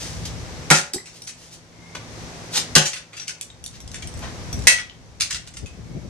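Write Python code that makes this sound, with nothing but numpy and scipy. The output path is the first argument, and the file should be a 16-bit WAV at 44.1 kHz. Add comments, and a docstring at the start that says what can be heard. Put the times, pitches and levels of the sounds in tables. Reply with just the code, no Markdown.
"""On a covered patio with outdoor hiss, a faint hum and a breeze at the microphone, sandals scuff the concrete.
A claw hammer then smashes a plastic toy truck: shaped bursts of snaps excite the shell and the slab.
The truck tumbles, a chip ricochets, bits bounce and loose parts ping; a faint far whistle follows.
A second and a third blow scatter more debris between scuffs; near the end hard gusts thump the microphone
and the whistle returns. A limiter ducks the loud peaks, holds and recovers."""
import sys
import numpy as np
from scipy import signal
from scipy.fft import rfft, irfft, next_fast_len
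from scipy.io import wavfile
from scipy.ndimage import uniform_filter1d, minimum_filter1d

SR = 44100
rng = np.random.default_rng(int(sys.argv[2]) if len(sys.argv) > 2 else 0)


def unload_wav(signal):
    """Save mono or channel-first audio to the path in sys.argv[1] as 16-bit WAV at rate SR, clipped to [-1, 1]."""
    wavfile.write(
        sys.argv[1],
        SR,
        np.round(np.clip(np.atleast_2d(signal).T, -1, 1) * 32767).astype(np.int16),
    )


N = 268877
SIZE = 20480  # samples in one event with its tail
T = np.arange(SIZE) / SR
HZ = np.fft.rfftfreq(SIZE, 1 / SR)
TIME = np.arange(N) / SR


def amp(db):
    """Logarithmic level: decibels to amplitude gain."""
    return 10 ** (np.asarray(db) / 20)


def unit(x):
    """Energy normalization: scales to a mean energy of one per channel."""
    return x / np.sqrt(np.mean(np.sum(x ** 2, -1)) + 1e-20)


def steady(x):
    """Power normalization: scales to an rms of one."""
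    return x / np.sqrt(np.mean(x ** 2) + 1e-20)


def read(points, hz):
    """Logarithmic frequency scale: interpolates a table along log frequency."""
    table_hz, value = np.transpose(points)
    return np.interp(np.log(hz + 1), np.log(table_hz + 1), value)


def add(mix, s, db, sound):
    """Superposition: mixes in an event whose energy equals 20 ms at the level db."""
    part = mix[:, max(round(s * SR), 0):][:, :SIZE]
    part += amp(db) * np.sqrt(SR / 50) * unit(sound)[:, :part.shape[1]]


def colour(x, db):
    """Minimum-phase filtering: folds the cepstrum so that the gain db over HZ acts causally."""
    fold = np.r_[1, np.full(SIZE // 2 - 1, 2), 1, np.zeros(SIZE // 2 - 1)]
    cepstrum = irfft(np.log(amp(db) + 1e-5))
    response = np.exp(rfft(cepstrum * fold))
    return irfft(rfft(x) * response)


def bell(centre_hz, depth_db):
    """Broad resonance: an emphasis depth_db down an octave from its centre, with straight skirts."""
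    octaves = np.log2((HZ + 20) / centre_hz)
    return -depth_db * (np.hypot(1, octaves) - 1) / (np.sqrt(2) - 1)


def ring(modes, spread=0.):
    """Modal superposition: decaying sines, which each contact excites a little differently."""
    hz, db, t60 = np.transpose(modes)[:, :, None]
    size, detune, start = rng.standard_normal((3, len(modes), 1))
    polarity_phase = np.pi * (start > 0)
    waves = np.sin(2 * np.pi * hz * (1 + spread * detune) * T + polarity_phase)
    decay = np.exp(-np.log(1000) * T / np.abs(t60))
    return unit((amp(db + 0.38 * size) * decay * waves).sum(0))


def convolve(a, b):
    """Linear superposition of responses: convolution, cut to one event's length."""
    return signal.fftconvolve(np.atleast_2d(a), np.atleast_2d(b), axes=1)[:, :SIZE]


# likeness of diffuse sound at the left and right ports: (frequency [Hz], correlation [1])
ALIKE = [(100, 1), (600, 0.69), (1300, 0.043), (3000, 0.061), (12000, 0.081)]


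def pair(z, hz):
    """Diffuse-field coherence: mixes two unrelated spectra until they are alike as at the two ports."""
    angle = np.arcsin(np.clip(read(ALIKE, hz), -1, 1)) / 2
    return np.cos(angle) * z + np.sin(angle) * z[::-1]


# reverberation of the patio: (frequency [Hz], t60 [s])
PATIO = [(150, .27), (500, 0.23), (1500, 0.26), (4000, 0.22), (7000, 0.21), (12000, .16)]


def patio(x, wet_db, build_s=0.0011, early_s=0.025, early_db=3.0):
    """Room impulse response: direct sound, strong early reflections off walls and roof, a weaker tail."""
    reflected = rng.random(SIZE) < .03 + 1.5 * T  # reflections grow denser
    taps = rng.standard_normal((2, SIZE)) * reflected
    hz, t, z = signal.stft(taps, SR, nperseg=256)
    z = pair(z, hz[:, None]) * amp(-60 * t / read(PATIO, hz)[:, None])
    tail = signal.istft(z, SR, nperseg=256)[1][:, :SIZE] * (1 - np.exp(-T / build_s))
    tail *= amp(early_db / (1 + (T / early_s) ** 8))
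    response = amp(wet_db) * unit(tail)
    response[[0, 1], [0, 3]] += 1  # direct sound, three samples later at the right port
    return convolve(x, response)


def crunch(length_s, snaps_per_s=6000):
    """Impulsive excitation: a contact bites within a millisecond, then showers dying small snaps."""
    snaps = rng.standard_normal(SIZE) * (rng.random(SIZE) < snaps_per_s / SR)
    bite = 1 - np.exp(-T / .0008)
    return unit(snaps * bite * np.exp(-T / max(length_s, .001)))


def struck(modes, length_s, ring_db, uneven_db):
    """Source and resonator: a crunch shakes a part's modes; each contact has its own peaks and dips."""
    body = amp(ring_db) * ring(modes, spread=0.0053)
    body[0] += 1  # the crunch itself
    knots = np.arange(0, SR / 2, 260)
    contact_db = np.interp(HZ, knots, uneven_db * rng.standard_normal(len(knots)))
    return colour(convolve(crunch(length_s), body), contact_db)


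def drift(per_s):
    """Random modulation: slow chance movement with an rms of one and per_s knots a second."""
    knots = np.arange(0, TIME[-1] + 1, 1 / per_s)
    return steady(np.interp(TIME, knots, rng.standard_normal(4096)[:len(knots)]))


def noise(spectrum, diffuse):
    """Spectral shaping: two channels of noise, as a diffuse field or as turbulence at each port."""
    size = next_fast_len(N, real=True)
    hz = np.fft.rfftfreq(size, 1 / SR)
    z = rfft(rng.standard_normal((2, size)))
    z = pair(z, hz) if diffuse else z + 0.18 * z[::-1]
    return steady(irfft(z * amp(read(spectrum, hz)), size)[:, :N])


# spectrum of the outdoor hiss: (frequency [Hz], relative density [dB per Hz])
AIR = [(59, -26), (100, -5), (167, -7), (201, -12), (232, -4), (336, -7), (364, -6.5), (747, -9.5),
       (1410, -14.5), (2090, -14), (2960, -18.5), (3560, -18), (6060, -16.5), (12400, -37.5), (13500, -50)]
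# partials of the machine's hum, about which pitch and level waver: (frequency [Hz], level [dB])
HUM = [(113, -48), (166.5, -46), (242, -55.5), (339, -58.5), (500, -58)]


def outdoors(air_db=-39):
    """Diffuse field and wavering tones: distant hiss with the hum of a machine."""
    out = amp(air_db + 0.17 * drift(3.46)) * noise(AIR, True)
    for hz, db in HUM:
        level = amp(db + 1.6 * drift(7)) * np.sqrt(2)
        phase = 2 * np.pi * np.cumsum(hz + 2.465 * drift(14)) / SR
        out += level * np.sin(phase)
    return out


# faint far whistle: (time of its middle [s], level [dB], mean frequency [Hz], length [s])
WHISTLES = [(1.866, -36, 2177, 0.35), (5.927, -44, 2210, .18)]


def whistles():
    """Frequency-modulated tone: a thin, unsteady note swells and fades, smeared by reverberation."""
    out = np.zeros((2, N))
    for s, db, hz, length in WHISTLES:
        swell = np.sin(np.pi * np.minimum(T / length, 1))
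        phase = 2 * np.pi * np.cumsum(hz + 70 * drift(89)[:SIZE]) / SR
        add(out, s - length / 2, db, patio(swell * np.sin(phase), wet_db=3))
    return out


# strength of the breeze, about which it flutters: (time [s], level [dB])
BREEZE = [(0, -41.5), (.25, -32), (.6, -37.5), (1, -46.5), (1.6, -40), (2.5, -42.5), (3.45, -45.5),
          (3.7, -33.5), (4.15, -32), (4.38, -38.5), (4.6, -28.5), (4.95, -35), (5.25, -31.5), (5.45, -34.5),
          (6.1, -24.5)]
# single gusts that thump the microphone: (time of the peak [s], strength [dB])
GUSTS = [(5.64, -18), (5.79, -24.5), (5.91, -22.5), (5.97, -17)]
GUST_S = .018  # standard deviation of a gust's bell-shaped envelope
# spectrum of the rumble: (frequency [Hz], relative density [dB per Hz])
BUFFET = [(15, -34), (35, -7.5), (60, 3.5), (105, -0.5), (170, -5), (300, -18.5), (600, -29.5), (1500, -68),
          (6000, -55.5)]
# spectrum of the eddies in hard gusts: (frequency [Hz], relative density [dB per Hz])
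EDDIES = [(25, -31), (70, -3.5), (130, 2), (220, -3), (400, -11.5), (700, -20), (1300, -52), (4000, -75)]


def wind(hard_db=-27):
    """Turbulent pressure: a breeze rumbles; hard gusts add smaller, higher eddies, mostly on the left."""
    gusts = sum(amp(db) * np.exp(-((TIME - s) / GUST_S) ** 2 / 2) for s, db in GUSTS)
    breeze = amp(np.interp(TIME, *np.transpose(BREEZE)) + 1.96 * drift(35))
    force_db = 20 * np.log10(np.hypot(breeze, gusts))
    rumble = amp(np.minimum(force_db, hard_db)) * noise(BUFFET, False)
    eddy_db = force_db + np.minimum(force_db - hard_db - 9.5, 0)  # weaker wind makes far fewer eddies
    eddies = amp(eddy_db) * noise(EDDIES, False)
    return rumble * amp([[.6], [-3]]) + eddies * amp([[1.5], [-6]])  # gains of left, right


# sandals on concrete: (time of the peak [s], level [dB], centre [Hz], rise [s], fall [s])
STEPS = [(.01, -27, 4500, 0.031, 0.13), (.254, -30.5, 4930, 0.0014, 0.01),
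         (1.17, -28.5, 4900, 0.031, 0.026), (1.43, -27.5, 5000, .04, 0.08),
         (1.54, -27.5, 5200, .015, 0.011), (1.952, -25, 1240, 0.0013, 0.0072),
         (2.58, -14.5, 4360, .026, 0.0073), (3.76, -30, 3150, 0.026, 0.013),
         (4.24, -30.5, 1120, 0.016, 0.032)]
# spectrum of soles on grit: (frequency [Hz], relative density [dB per Hz])
GRIT = [(80, -12.5), (300, 5), (600, 0.5), (1200, -4.5), (2500, -4.5), (6000, -1), (9000, -5), (13000, -16)]


def sandals():
    """Granular friction: the pressure of a sole scales the random impulses of grit as it slaps or drags."""
    out = np.zeros((2, N))
    for s, db, hz, rise, fall in STEPS:
        lead = min(3 * rise, s)  # seconds from the first touch to the peak
        press = np.exp(-((T - lead) / rise) ** 2 / 2)
        release = np.exp(-np.abs(T - lead) / fall)
        pressure = np.where(T < lead, press, release)
        grains = rng.standard_normal(SIZE) * amp(5.4 * rng.standard_normal(SIZE)) * pressure
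        scrape = colour(grains, read(GRIT, HZ) + bell(hz, depth_db=3.0))
        add(out, s - lead, db, patio(scrape, wet_db=-1.0))
    return out


# flicked loose parts: (time [s], level [dB], frequency [Hz], t60 [s])
PINGS = [(0.982, -27, 2000, 0.027), (3.501, -32, 3720, 0.017), (4.528, -36, 5810, 0.026),
         (4.897, -29.5, 3230, 0.032)]


def pings():
    """Impulse response of a resonator: a flicked loose part rings at one pitch with a faint octave."""
    out = np.zeros((2, N))
    for s, db, hz, t60 in PINGS:
        tone = ring([(hz, 0, t60), (2 * hz, -8, t60 / 2)])
        add(out, s, db, patio(convolve(crunch(0.00081), tone), wet_db=-2.5))
    return out


# flying chip striking something hollow: (time [s], click level [dB], hollow ring level [dB])
RICOCHET = [(0.934, -12.5, -36), (.943, -16.5, -19), (0.961, -31, -18.5)]
# modes of the chip: (frequency [Hz], relative level [dB], t60 [s])
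CHIP = [(4240, -6, 0.064), (5860, -18, 0.073), (7485, 10, 0.031), (7900, -1.5, 0.073), (8650, -21, .08),
        (11200, -7, .08), (11300, -2, .1)]
# modes of the hollow thing once settled: (frequency [Hz], relative level [dB], t60 [s])
HOLLOW = [(294, -7.5, 0.025), (400, -4.5, 0.081), (824, -17.5, 0.044)]
# spectrum of a small hard contact: (frequency [Hz], relative density [dB per Hz])
TICK = [(500, 8), (2000, 2), (9000, 1), (11500, -6.5), (13500, -16)]


def ricochet(bend=0.11, settle_s=0.0092):
    """Pitch glide: a chip clicks on a hollow thing, whose note rises as its dented wall springs back."""
    out = np.zeros((2, N))
    for s, click_db, hollow_db in RICOCHET:
        click = colour(struck(CHIP, .003, ring_db=-4, uneven_db=5.0), read(TICK, HZ) + bell(6700, depth_db=5.5))
        add(out, s, click_db, patio(click, wet_db=0))
        bent_time = T - bend * settle_s * (1 - np.exp(-T / settle_s))
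        note = np.interp(bent_time, T, ring(HOLLOW))
        add(out, s, hollow_db, patio(note, wet_db=-13.5))
    return out


RESTITUTION = .522  # each flight of a bit lasts this share of the one before
# first rebound against the landing, and each later one against the last [dB]
BIT_REBOUND_DB, BIT_FADE_DB = -10, -1


def bounces(s, flight_s, count):
    """Restitution: ever quicker, weaker rebounds, as rows (time [s], level against the landing [dB])."""
    k = np.arange(count)
    times = s + np.cumsum(flight_s * RESTITUTION ** k)
    return [(s, 0), *zip(times, BIT_REBOUND_DB + BIT_FADE_DB * k)]


# bits landing on concrete: (time [s], level [dB], centre [Hz], time to the first rebound [s])
BITS = [(1.219, -27, 7000, 0.019), (3.197, -21, 3900, 0.021), (3.411, -18.5, 6140, 0.0092),
        (3.64, -23.5, 6500, 0.021), (3.661, -22, 5500, .142), (4.073, -33.5, 8000, 0.066),
        (4.529, -31, 6500, 0.061)]
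# modes of a loose bit: (frequency [Hz], relative level [dB], t60 [s])
BIT = [(2960, 0, 0.046), (5400, 3, 0.047), (5750, 12, 0.093), (6530, -28, .15), (7000, 1, 0.106),
       (7870, 3, 0.033), (9270, -5.5, 0.032), (10100, -9, 0.046), (10390, -3, 0.051)]


def bits():
    """Repeated inelastic impact: small hard pieces tick brightly, ring briefly and skip to rest."""
    out = np.zeros((2, N))
    for start, db, hz, flight in BITS:
        for s, loss_db in bounces(start, flight, count=3):
            tick = struck(BIT, 0.0014, ring_db=-11, uneven_db=5)
            tick = colour(tick, read(TICK, HZ) + bell(hz, depth_db=6.5))
            add(out, s, db + loss_db, patio(tick, wet_db=-3.5))
    return out


# the truck's landings: (time [s], level [dB], centre [Hz], length of the clatter [s], time to the rebound [s])
LANDINGS = [(.745, -5, 5170, .011, 0.025), (1.056, -27, 4300, 0.024, 0.011),
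            (1.272, -20, 5700, 0.0083, .016), (2.856, -8.5, 4900, 0.0073, 0.011),
            (2.932, -16, 3220, 0.011, 0.028), (3.13, -26.5, 2020, .018, 0.043),
            (3.167, -22, 3640, 0.015, 0.028), (3.28, -15, 3600, 0.0028, .012),
            (3.943, -25, 3120, 0.0029, 0.08), (4.783, -17, 2380, .006, .012),
            (5.207, -5.5, 4560, 0.0024, 0.011), (5.306, -12, 4470, 0.007, .018),
            (5.345, -16, 3780, 0.0042, .01), (5.473, -27.5, 4360, .003, 0.065),
            (5.569, -23, 3770, 0.0037, 0.089)]
GRAZE_S, GRAZE_DB = 0.0065, -13  # a corner grazes the slab this long before the landing, at this relative level
TRUCK_REBOUND_DB = -4.5  # rebound against the landing
# modes of the truck's shell: (frequency [Hz], relative level [dB], t60 [s])
SHELL = [(1460, 5, 0.078), (1941, -5, 0.25), (2263, -0.5, 0.04), (2593, 2.5, 0.18), (2650, 1.5, 0.1),
         (3236, 7, 0.089), (3747, -5.5, 0.044), (3947, 6, 0.034), (4645, 5.5, 0.065), (4780, -14, 0.049),
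         (5450, -5, .1), (5420, -1, 0.07), (6800, -10, 0.04), (6360, -0.5, 0.17), (6570, -15, .12)]
# spectrum of the cracking shell: (frequency [Hz], relative density [dB per Hz])
CRACK = [(100, -25), (400, -8), (900, -6), (1400, -2), (2200, -0.5), (3200, -4), (4500, -2), (6200, 0.5),
         (8000, -1), (11000, -9), (13000, -21.5)]


def truck(dulling=0.94):
    """Successive impacts: the truck grazes, lands and rocks onto another corner, each contact duller."""
    out = np.zeros((2, N))
    for start, db, hz, length, flight in LANDINGS:
        contacts = [(-GRAZE_S, GRAZE_DB), (0, 0), (flight, TRUCK_REBOUND_DB)]
        for k, (late_s, loss_db) in enumerate(contacts):
            centre_hz = hz * dulling ** (k - 1)  # the table's centre belongs to the landing
            clack = struck(SHELL, length, ring_db=-17.0, uneven_db=2.5)
            clack = colour(clack, read(CRACK, HZ) + bell(centre_hz, depth_db=4.0))
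            add(out, start + late_s, db + loss_db, patio(clack, wet_db=1.0))
    return out


# hammer on the shell: (time [s], level [dB], centre [Hz], length of the crunch [s])
BLOWS = [(0.7022, 0.5, 3400, 0.0078), (0.7102, 5.5, 2350, 0.0032), (2.7524, 5, 5630, 0.0038),
         (2.7608, 4, 2340, 0.0014), (4.67, 9.5, 4470, 0.0033)]
SPLINTER_DB, SPLINTER_S, SPLINTERS_PER_S = -12.5, 0.038, 260  # level against the blow, decay, rate of snaps


def splinters():
    """Random impulse process: after each blow the cracked shell sheds a thinning spray of sharp snaps."""
    out = np.zeros((2, N))
    for s, db, hz, _ in BLOWS:
        snaps = colour(crunch(SPLINTER_S, SPLINTERS_PER_S), read(CRACK, HZ) + bell(hz, depth_db=2.5))
        add(out, s, db + SPLINTER_DB, patio(snaps, wet_db=-4))
    return out


# hammer driving through to the slab: (time [s], level [dB], centre [Hz])
THUDS = [(0.71, 1.5, 480), (2.7613, -0.5, 170), (4.671, -20.5, 450)]
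# spectrum of the push on the slab: (frequency [Hz], relative density [dB per Hz])
THUMP = [(50, -15.5), (110, -14), (150, 7.5), (220, 0), (450, -6.5), (900, -5.5), (1800, -2), (4000, -38.5),
         (10000, -31)]
# low modes of the patio: (frequency [Hz], relative level [dB], t60 [s])
BOOM = [(156.6, 9, 0.16), (209.4, -3, 0.19), (373, -6.5, 0.29), (524, -12.5, 0.39), (548, -3.5, 0.24),
        (579, -13.5, 0.51), (737, -6, 0.34), (848, -4, 0.33)]


def hammer():
    """Impact and modal response: the head crushes the shell, thuds on the slab and sets the patio booming."""
    out = np.zeros((2, N))
    for s, db, hz, length in BLOWS:
        crack = struck(SHELL, length, ring_db=-11.5, uneven_db=2.5)
        crack = colour(crack, read(CRACK, HZ) + bell(hz, depth_db=2.0))
        add(out, s, db, patio(crack, wet_db=0.5))
    for s, db, hz in THUDS:
        push = patio(colour(crunch(0.0025), read(THUMP, HZ)), wet_db=-2.0)
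        boom = ring(BOOM) * (1 - np.exp(-T / 0.006))
        add(out, s, db, colour(unit(push) + amp(-0.5) * boom, bell(hz, depth_db=1.0)))
    return out


# contrast between the microphone ports: (frequency [Hz], left minus right [dB])
PORTS = [(800, -.5), (1200, 3), (2800, 1.5), (3500, 3), (4600, 2), (5300, 1.5), (5900, 8.5), (6600, 1.5),
         (8000, -7), (12000, -5.5)]


def scene():
    """Superposition and port resonance: all sources, heard through two ports that resonate differently."""
    background = outdoors() + whistles() + wind()
    debris = sandals() + pings() + ricochet() + bits() + truck()
    mix = background + debris + splinters() + hammer()
    click = signal.unit_impulse(SIZE)
    ports = [colour(click, side * read(PORTS, HZ) / 2)[:512] for side in (1, -1)]
    return signal.oaconvolve(mix, np.array(ports), axes=1)[:, :N]


EDGE_HZ = 13200  # upper band limit


def record(dry, threshold_db=-9, depth_db=12.5, hold_s=0.95, recover_db_per_s=24, attack_s=0.000434):
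    """Dynamic range limiting: ducks fast, holds, recovers; overshoots are clipped, then the band limited."""
    power_db = 10 * np.log10(np.abs(uniform_filter1d((dry ** 2).mean(0), size=64)) + 1e-12)
    over_db = np.clip(power_db - threshold_db, 0, depth_db)
    half = int(hold_s * SR / 2)
    held_db = -minimum_filter1d(-over_db, 2 * half + 1, origin=half, mode="constant")
    ramp = TIME * recover_db_per_s
    duck_db = np.maximum.accumulate(held_db + ramp) - ramp  # falls no faster than the ramp
    keep = np.exp(-1 / (attack_s * SR))
    ducked = dry / amp(signal.lfilter([1 - keep], [1, -keep], duck_db))
    clipped = ducked / (1 + (ducked / .88) ** 8) ** (1 / 8)
    band_limit = signal.firwin(255, EDGE_HZ, window=("kaiser", 7), fs=SR)
    return signal.oaconvolve(clipped, band_limit[None], "same")


dry = scene()
out = record(dry)
unload_wav(out)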